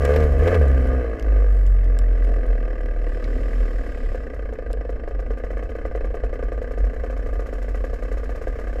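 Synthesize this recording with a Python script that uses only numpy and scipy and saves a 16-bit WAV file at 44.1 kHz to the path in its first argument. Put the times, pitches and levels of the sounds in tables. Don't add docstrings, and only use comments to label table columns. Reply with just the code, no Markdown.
import sys
import numpy as np
from scipy import signal
from scipy.fft import rfft, irfft
from scipy.io import wavfile
from scipy.ndimage import uniform_filter1d

SR = 44100
rng = np.random.default_rng(int(sys.argv[2]) if len(sys.argv) > 2 else 0)


def wav_record(signal):
    frames = np.transpose(np.atleast_2d(signal))
    bounded = np.clip(frames, -1, 1)
    quanta = np.round(bounded * 32767).astype(np.int16)
    wavfile.write(sys.argv[1], SR, quanta)


N = 388080
TIME = np.arange(N) / SR

# t/s, extra strength/dB, level of the rasp/dB
HARD_FIRINGS = [(0.049, 3.5, -28), (.133, 2, -29), (.160, 3.5, -28), (.199, 1, -35), (0.225, 0, -36),
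                (.394, 2, -39), (.422, 5.5, -39), (.471, 5, -24), (0.539, -4, -27), (.613, 5, -42)]
# f/Hz, width/Hz, level/dB
ENGINE_RINGS = [(850, 83, -9), (1072, 78, 0.5), (1216.5, 53, 7), (1498, 104, 3), (1621, 131, 6),
                (1746, 42, 6), (1938, 108, -0.5), (2224, 230, -5.5), (2586, 103, -7.5), (3110, 90, -14),
                (3990, 42, -20), (4700, 85, -27.5), (5330, 54, -20)]
# f/Hz, relative level/dB
ICE_SPECTRUM = [(1000, -0.5), (3000, 4.5), (3900, -7), (4800, -3.5), (6400, -7), (7600, -7.5),
                (9300, -10.5), (11500, -7.5), (13500, -19), (16000, -25)]


def from_db(db):
    return 10 ** (np.asarray(db) / 20)


def rms_one(x):
    return x / np.sqrt(np.mean(x ** 2) + 1e-20)


def in_time(rows):
    s, *columns = np.transpose(rows)
    return [np.interp(TIME, s, column) for column in columns]


def evened(x, span_s):
    size = int(span_s * SR)
    power = uniform_filter1d(uniform_filter1d(x * x, size), size)
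    return x / np.sqrt(np.abs(power) + 1e-14)


def keep(x, hz, side, order=2):
    return signal.sosfilt(signal.butter(order, hz, side, fs=SR, output="sos"), x + 1e-18)


def resonate(x, hz, width_hz):
    r = np.exp(-np.pi * width_hz / SR)
    feedback = [1, -2 * r * np.cos(2 * np.pi * hz / SR), r * r]
    return signal.lfilter(np.array([1, 0, -1]) * (1 - r * r) / 2, feedback, x + 1e-18)


def body(x, rings):
    return sum((-1) ** k * from_db(db) * resonate(x, hz, width)
               for k, (hz, width, db) in enumerate(rings))


def coloured(x, spectrum):
    hz, db = np.transpose(spectrum)
    bins_hz = np.maximum(np.arange(N // 2 + 1) * SR / N, 1)
    gains = from_db(np.interp(np.log(bins_hz), np.log(hz), db))
    return rms_one(irfft(rfft(x) * gains, N))


def noise():
    return rng.standard_normal(N)


def clicks(times, sizes):
    out = np.zeros(N)
    inside = (times >= 0) & (times < TIME[-1])
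    out[(times[inside] * SR).astype(int)] = sizes[inside]
    return out


def puffs(times, sizes, rise_s, decay_s):
    up, down = np.exp(-1 / (rise_s * SR)), np.exp(-1 / (decay_s * SR))
    return signal.lfilter([1 - up], np.poly([up, down]), clicks(times, sizes) + 1e-18)


def strike(times, sizes, grit, rise_s, decay_s):
    return clicks(times, sizes) + grit * puffs(times, sizes, rise_s, decay_s) * noise()


def gate(start_s, end_s, rise_s, fall_s):
    return np.clip((TIME - start_s) / rise_s, 0, 1) * np.clip(1 - (TIME - end_s) / fall_s, 0, 1)


def headwind():
    # f/Hz, relative level/dB
    spectrum = [(15, 3), (28, 2.5), (50, 8), (90, -6.5), (130, -18), (230, -21), (600, -20), (1500, -56),
                (4000, -90)]
    return from_db(-31) * coloured(noise(), spectrum)


def low_hum():
    # t/s, level/dB
    levels = [(.6, -35), (1.7, -48.5), (2.3, -42.5), (2.9, -52), (3.3, -39), (3.8, -44), (4.5, -47)]
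    hum = resonate(noise(), hz=267.5, width_hz=62)
    hum = resonate(hum, hz=238, width_hz=39)
    return from_db(in_time(levels)[0]) * rms_one(hum)


def ice_and_slush(grains_per_s=250, spread_db=8.5, edge_s=0.16, road_hiss_db=-72):
    # start/s, end/s, wet hiss/dB, crunch/dB
    patches = [(0, 0.874, -70, -57), (2.25, 2.3, -71, -62), (3.129, 4.155, -61, -65.5),
               (7.5, 8.795, -68, -84)]
    # f/Hz, relative level/dB
    slush_spectrum = [(800, -10), (2500, 9), (4000, -1), (5300, 3), (6000, -29.5), (7500, -1), (8600, -14),
                      (10500, -35), (12300, -31), (13500, -31), (16000, -18)]
    wet, crunch = sum(np.outer(from_db(levels_db), gate(start - edge_s, end, edge_s, edge_s))
                      for start, end, *levels_db in patches)
    sizes = from_db(spread_db * np.minimum(rng.exponential(1, N), 2.5))
    cracked = rng.random(N) < grains_per_s / SR
    grains = puffs(TIME[cracked], sizes[cracked], rise_s=0.0001, decay_s=0.001) * noise()
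    slush = np.hypot(wet, from_db(road_hiss_db)) * coloured(noise(), slush_spectrum)
    return slush + crunch * coloured(grains, ICE_SPECTRUM)


def ice_cracks():
    # t/s, level/dB
    snaps = [(0.620, -43), (0.659, -48), (0.780, -44), (0.874, -44), (0.888, -47), (1.402, -47),
             (1.844, -44), (2.288, -49), (2.465, -45.5), (2.811, -48), (2.859, -45.5)]
    s, db = np.transpose(snaps)
    bursts = puffs(s, from_db(db), rise_s=0.0001, decay_s=0.0018)
    return coloured(bursts * noise(), ICE_SPECTRUM) * np.sqrt(np.mean(bursts ** 2))


def raindrops(width_hz=1030):
    # t/s, peak level/dB, first note/Hz, second note/Hz
    drops = [(0.052, -21.5, 7350, 5300), (0.162, -27.5, 11800, 5550), (1.197, -31, 5900, 4630),
             (1.226, -35.5, 12000, 6260), (1.666, -36, 11300, 7560), (1.989, -24.5, 5530, 7600),
             (4.731, -30.5, 9850, 8000)]
    # f/Hz, width/Hz, level/dB
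    housing_rings = [(2840, 600, 3.5), (4970, 820, 0.5), (7300, 430, -12), (12400, 910, -13)]
    out = np.zeros(N)
    for s, db, first_hz, second_hz in drops:
        splash = strike(np.array([s]), np.ones(1), grit=0.12, rise_s=0.00013, decay_s=0.0016)
        tick = resonate(splash, first_hz, width_hz)
        tick += from_db(6) * resonate(splash, second_hz, width_hz / 2)
        tick += from_db(2.5) * body(splash, housing_rings)
        out += from_db(db) * tick / np.abs(tick).max()
    return out


def clack(at_s=3.242, peak_db=-30):
    # f/Hz, width/Hz, level/dB
    part_rings = [(2290, 150, 7), (3740, 500, -5), (4460, 530, -2), (6760, 460, -16)]
    hit = strike(np.array([at_s]), np.ones(1), grit=0.13, rise_s=0.00022, decay_s=0.0029)
    ring = body(hit, part_rings)
    return from_db(peak_db) * ring / np.abs(ring).max()


def rattle(times, start_s=1.45, end_s=1.73, scatter_db=1.5, peak_db=-40.5):
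    # f/Hz, width/Hz, level/dB
    part_rings = [(4850, 500, -2), (7650, 600, -4), (11400, 1300, -6)]
    ticks = clicks(times, from_db(scatter_db * noise()[:len(times)]))
    ring = body(ticks * gate(start_s, end_s, rise_s=0.06, fall_s=0.06), part_rings)
    return from_db(peak_db) * ring / np.abs(ring).max()


def throttle(lag_s=0.032):
    # opens/s, shuts/s, added speed/(turns per s), added bark/dB, added clatter/dB
    blips = [(0.011, 0.228, 7.2, 3.5, 4.5), (0.368, 0.543, 19, 4, 8.5)]
    speed, bark_db, clatter_db = sum(np.outer(gains, gate(opens, shuts, rise_s=0.099, fall_s=0.055))
                                     for opens, shuts, *gains in blips)
    inertia = np.exp(-1 / (lag_s * SR))
    return signal.lfilter([1 - inertia], [1, -inertia], speed + 1e-18), bark_db, clatter_db


def crank_angle(blip_speed, fired, surge_turns=0.17):
    # t/s, speed/(turns per s)
    speeds = [(0, 69.5), (.35, 68), (.62, 68), (.8, 64), (.97, 64.3), (1.05, 58.5), (1.15, 54.5),
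              (1.4, 49.3), (1.65, 46), (1.85, 44.3), (2.15, 43), (2.35, 43.5), (2.55, 40.3), (2.85, 38.6),
              (3.2, 38), (3.4, 39.3), (3.57, 41), (3.85, 37), (4.1, 34.5), (4.75, 26.9), (5.25, 24.8),
              (5.5, 28), (7.7, 31), (8.8, 35)]
    turns = np.cumsum(in_time(speeds)[0] + blip_speed) / SR
    firing_s = np.concatenate([np.transpose(HARD_FIRINGS)[0], fired])
    at_firing = np.interp(firing_s, TIME, turns)
    whole = np.cumsum(np.round(np.diff(at_firing, prepend=0)))
    nudge = np.interp(TIME, firing_s, whole - at_firing)
    progress = np.interp(TIME, fired, np.arange(len(fired))) % 1
    return turns + nudge + surge_turns * np.sin(np.pi * progress ** 0.81)


def strokes(angle, fired, pop_db, coast_db=-5.5, scatter_db=2.55):
    times = np.interp(np.arange(np.ceil(angle[0]), angle[-1]), angle, TIME)
    firing_turns = np.abs(times[:, None] - fired).argmin(axis=0)
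    level_db = coast_db + scatter_db * noise()[:len(times)]
    level_db[np.minimum(firing_turns + 1, len(times) - 1)] -= 1
    level_db[firing_turns] = pop_db
    for s, extra_db, _ in HARD_FIRINGS:
        level_db[np.abs(times - s).argmin()] += extra_db
    return times, from_db(level_db), np.isin(np.arange(len(times)), firing_turns)


def gas_hiss(times, sizes, fired, spit_db, hiss_db):
    # f/Hz, relative level/dB
    spectrum = [(1500, 16.5), (3000, 1.5), (4000, 3), (4900, 1), (5450, 6), (5900, 0), (6500, 4.5),
                (7900, -0.5), (9000, -6.5), (11000, -3.5), (12800, -4.5), (14000, -15), (16000, -19)]
    pulses = puffs(times, sizes ** 0.48, rise_s=0.005, decay_s=0.009) + 0.14
    hiss = from_db(hiss_db + 0.5) * evened(pulses, span_s=0.16)
    spits = puffs(fired + 0.0057, from_db(spit_db + 15.5), rise_s=0.0029, decay_s=0.0062)
    return np.hypot(hiss, spits) * coloured(noise(), spectrum)


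def piston_slap(times, late_s=0.00199):
    # t/s, level/dB
    levels = [(.6, -58), (1.2, -56.5), (1.8, -54.5), (2.4, -50.5), (3.6, -51), (4.4, -53), (8.8, -57.5)]
    # f/Hz, width/Hz, level/dB
    piston_rings = [(1617, 87, 2.5), (1810, 97, 0), (1960, 57, 3.5), (2660, 250, -14), (3115, 80, -15),
                    (5410, 110, -21)]
    sizes = rng.uniform(0.46, 1, len(times))
    hits = strike(times + late_s, sizes, grit=0.27, rise_s=0.00061, decay_s=0.0027)
    ticks = keep(body(hits, piston_rings), 1000, "high")
    return from_db(in_time(levels)[0]) * rms_one(ticks)


def clatter(times, sizes, rise_s=0.0033, decay_s=0.0063, whirr=0.097):
    halfway = times[:-1] + np.diff(times) / 2
    bottom_scuffs = puffs(halfway, rng.uniform(0, 0.17, len(halfway)), rise_s, decay_s)
    top_scuffs = puffs(times, sizes ** 0.49, rise_s, decay_s)
    knocks = clicks(times + 0.001954, 1.2 * sizes ** 0.86)
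    force = (top_scuffs + bottom_scuffs + whirr) * noise() + knocks
    return evened(keep(body(force, ENGINE_RINGS), 690, "high"), span_s=0.26)


def idle_knocks(fired, pop_db, early_s=0.00094):
    sizes = from_db(0.98 * pop_db - 36)
    raps = puffs(fired - early_s, sizes, rise_s=0.00037, decay_s=0.0073) * noise()
    return body(raps, ENGINE_RINGS)


def intake(times, lag_turns=0.4, scatter_db=2.5, jitter_s=0.00031):
    # t/s, level/dB
    levels = [(.3, -31.5), (.85, -33), (1.15, -37), (1.38, -36), (1.7, -44), (2.3, -36), (2.8, -44),
              (3.3, -38), (4.2, -49), (4.6, -53)]
    # f/Hz, width/Hz, level/dB
    inlet_rings = [(254.4, 35, 1), (371, 57, -2), (467.5, 22.8, 5.5), (649, 45, -3.5), (924, 127, -27)]
    time_chance, size_chance = rng.standard_normal((len(times) - 1, 2)).T
    gulp_times = times[:-1] + lag_turns * np.diff(times) + jitter_s * time_chance
    gulps = clicks(gulp_times, from_db(scatter_db * size_chance))
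    drone = keep(body(gulps, inlet_rings), 150, "high")
    return from_db(in_time(levels)[0]) * evened(drone, span_s=0.66)


def throb(angle, times, fires, flutter_s=0.03, flutter_db=2.0, early_s=0.01232):
    # t/s, relative level/dB
    levels = [(0.0, -16.5), (0.44, -15), (0.49, -22.5), (0.61, -12.5), (1.08, -21), (1.18, -33),
              (1.22, -21), (1.32, -13), (2.4, -15), (2.45, -26), (2.5, -13), (2.65, -22.5), (3.55, -20),
              (3.6, -13), (3.7, -25), (3.75, -17.5), (3.85, -26.5), (4.09, -21.5), (4.26, -34),
              (4.39, -29.5), (4.66, -34), (4.71, -26), (4.95, -24.5), (5.0, -31.5), (5.17, -21.5),
              (5.51, -30), (5.56, -20), (5.78, -35.5), (6.03, -19.5), (6.2, -31), (6.25, -19), (6.37, -31),
              (6.42, -23), (6.77, -30), (6.81, -14.5), (6.98, -26.5), (7.38, -22), (7.55, -31.5),
              (7.65, -21.5), (8.46, -27), (8.55, -20), (8.6, -43), (8.63, -27), (8.8, -23.5)]
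    # t/s, share of boom (0 to 1), overtones/dB
    unevenness = [(.2, 0.29, -14), (.6, 0.3, -18), (1.05, 0.4, -17.5), (1.35, 0.03, -28), (1.8, 0, -17.5),
                  (2.4, 0.27, -29.5), (3, 0.33, -47), (3.8, 0.97, -34), (4.3, 1, -9)]
    boom_share, overtone_db = in_time(unevenness)
    flutter = rms_one(np.interp(TIME / flutter_s, np.arange(N), rng.uniform(-1.17, 1, N)))
    level_db = in_time(levels)[0] - 0.5 + flutter_db * np.sqrt(np.clip(boom_share, 0, 1)) * flutter
    phase = 2 * np.pi * angle
    overtones = np.cos(2 * phase) + from_db(-11) * np.cos(3 * phase)
    pumped = rms_one(np.cos(phase) + from_db(overtone_db) * overtones)
    gulps = clicks(times - early_s, 1 + fires + 0.37 * rng.standard_normal(len(times)))
    boom = resonate(gulps, hz=46.5, width_hz=2.56)
    boom = evened(keep(boom, 21.2, "low"), span_s=0.43)
    return from_db(level_db) * evened((1 - boom_share) * pumped + boom_share * boom, span_s=0.028)


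def rasp(late_s=0.0033):
    # f/Hz, relative level/dB
    spectrum = [(400, -10), (900, -1), (1500, -6), (2300, -4), (3300, -15), (6000, -27), (12000, -36)]
    s, _, db = np.transpose(HARD_FIRINGS)
    return puffs(s + late_s, from_db(db), rise_s=0.0011, decay_s=0.0078) * coloured(noise(), spectrum)


def exhaust(times, sizes, puff_s=0.0081, steady_rush=0.25, pop_hz=525, pop_width_hz=100):
    # t/s, amount (0 to 1)
    swirl = [(.25, .1), (.45, .25), (.55, .6), (.7, .35), (1.05, .4), (1.35, .2), (2.4, .35), (3.5, .6),
             (4.2, .55)]
    # f/Hz, width/Hz, level/dB, delay/s
    pipe_rings = [(256.8, 11.3, -3.5, .004), (333.6, 53, -5, .003), (453.7, 43.5, 4, 0),
                  (500.5, 32.7, 2, 0), (601, 73, -9, 0), (685, 30, -.5, -.0015)]
    # f/Hz, width/Hz, level/dB
    shell_rings = [(884, 40, -27), (1188, 39, -14.5), (1462, 23, -17), (1760, 140, -24)]
    rush = (puffs(times, sizes, rise_s=0.000057, decay_s=puff_s) + steady_rush) * noise()
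    force = clicks(times, sizes) + in_time(swirl)[0] * rush / np.sqrt(puff_s * SR)
    pipe = sum(from_db(db) * resonate(np.interp(TIME - delay_s, TIME, force), hz, width)
               for hz, width, db, delay_s in pipe_rings)
    charge = np.gradient(times) / np.diff(times).mean()
    pop = resonate(clicks(times, charge * sizes), pop_hz, pop_width_hz)
    pop = resonate(pop, pop_hz, pop_width_hz)
    muffled = keep(pipe + from_db(-6) * pop, 670, "low", order=6)
    shell = from_db(1) * body(force, shell_rings)
    return evened(keep(muffled + shell, 200, "high"), span_s=0.38)


def expansion_chamber(pipe, blip_db, ring_per_db=0.3):
    ring = ring_per_db * blip_db * resonate(pipe, hz=478, width_hz=160)
    return keep(evened(pipe + ring, span_s=1.0), 5000, "low")


def scene():
    # t/s, bark/dB, clatter/dB, hiss/dB
    engine_load = [(0, -23.5, -31.5, -48.5), (.3, -26.5, -37, -54), (.7, -26.5, -34, -60),
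                   (1.0, -28.5, -36.5, -60), (1.15, -35, -39, -64), (1.42, -34.5, -39.5, -59.5),
                   (1.68, -45.5, -46, -65), (2.2, -37.5, -42, -63), (2.85, -36.5, -44, -65.5),
                   (3.6, -39, -41.5, -55), (4.15, -37.5, -43, -61), (4.7, -35.5, -45.5, -72),
                   (5.2, -35.5, -46, -70), (5.55, -35.5, -41.5, -64), (6.1, -32.5, -42.5, -68),
                   (7.0, -35, -42, -60.5), (7.6, -36, -42.5, -58.5), (8.8, -35.5, -41, -57.5)]
    # t/s, pop/dB, spit of gas/dB
    idle_firings = [(4.147, -23.5, -61), (4.336, -29.5, -61.0), (4.526, -28.5, -61), (4.663, -30.5, -78),
                    (4.703, -26.5, -61), (4.893, -26.5, -60.5), (5.077, -28.5, -62.5), (5.193, -30, -59),
                    (5.306, -25, -64), (5.374, -30, -61.5), (5.438, -25, -61), (5.505, -26.5, -62.5),
                    (5.57, -27.5, -64), (5.627, -26.5, -62), (5.693, -29, -62), (5.753, -27, -63),
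                    (5.786, -27, -75), (5.853, -20.5, -61), (5.913, -30, -77), (5.951, -21.5, -59),
                    (6.009, -25.5, -76), (6.045, -25.5, -60), (6.105, -31, -77), (6.143, -24.5, -59),
                    (6.237, -22.5, -59), (6.33, -26.0, -59), (6.393, -26, -73), (6.427, -24.5, -60.5),
                    (6.52, -24.5, -61), (6.578, -28.5, -76), (6.617, -26, -60), (6.71, -30, -59.0),
                    (6.776, -29, -59.0), (6.841, -33, -61), (6.934, -33, -63), (7.037, -26.5, -63),
                    (7.1, -30.5, -59), (7.166, -32, -60.5), (7.262, -31, -60), (7.329, -30.5, -58.5),
                    (7.394, -27, -57), (7.46, -31, -56.5), (7.528, -27.5, -57.0), (7.618, -34, -56),
                    (7.682, -31, -56.0), (7.746, -26.5, -55.5), (7.841, -23.5, -57), (7.932, -26, -55.0),
                    (8.025, -26.0, -58), (8.116, -27, -54.5), (8.172, -29, -57), (8.233, -30.5, -56.5),
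                    (8.293, -28, -57), (8.351, -32.0, -55), (8.415, -29.5, -56), (8.472, -24.5, -57.0),
                    (8.589, -26.0, -58.0), (8.672, -30.5, -62.0), (8.729, -31, -63.5)]
    bark_db, clatter_db, hiss_db = in_time(engine_load)
    fired, pop_db, spit_db = np.transpose(idle_firings)
    pop_db = pop_db - np.median(pop_db)
    blip_speed, blip_bark_db, blip_clatter_db = throttle()
    angle = crank_angle(blip_speed, fired)
    times, sizes, fires = strokes(angle, fired, pop_db)
    port_times = times - 0.0025

    engine = throb(angle, times, fires)
    pipe = exhaust(port_times + 0.001579, sizes)
    engine += from_db(bark_db + blip_bark_db) * expansion_chamber(pipe, blip_bark_db)
    engine += intake(port_times)
    engine += from_db(clatter_db + blip_clatter_db - 5) * clatter(port_times - 0.0022, sizes)
    engine += piston_slap(port_times) + rasp() + idle_knocks(fired, pop_db)
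    engine += gas_hiss(port_times, sizes, fired, spit_db, hiss_db + blip_clatter_db)
    background = headwind() + low_hum() + ice_and_slush() + ice_cracks()
    loose_parts = clack() + rattle(times)
    return (engine + background + loose_parts + raindrops())[None]


def record(dry):
    cutoff_hz = 15600
    return signal.sosfilt(signal.ellip(10, 0.1, 80, cutoff_hz, fs=SR, output="sos"), dry)


dry = scene()
out = record(dry)
wav_record(out)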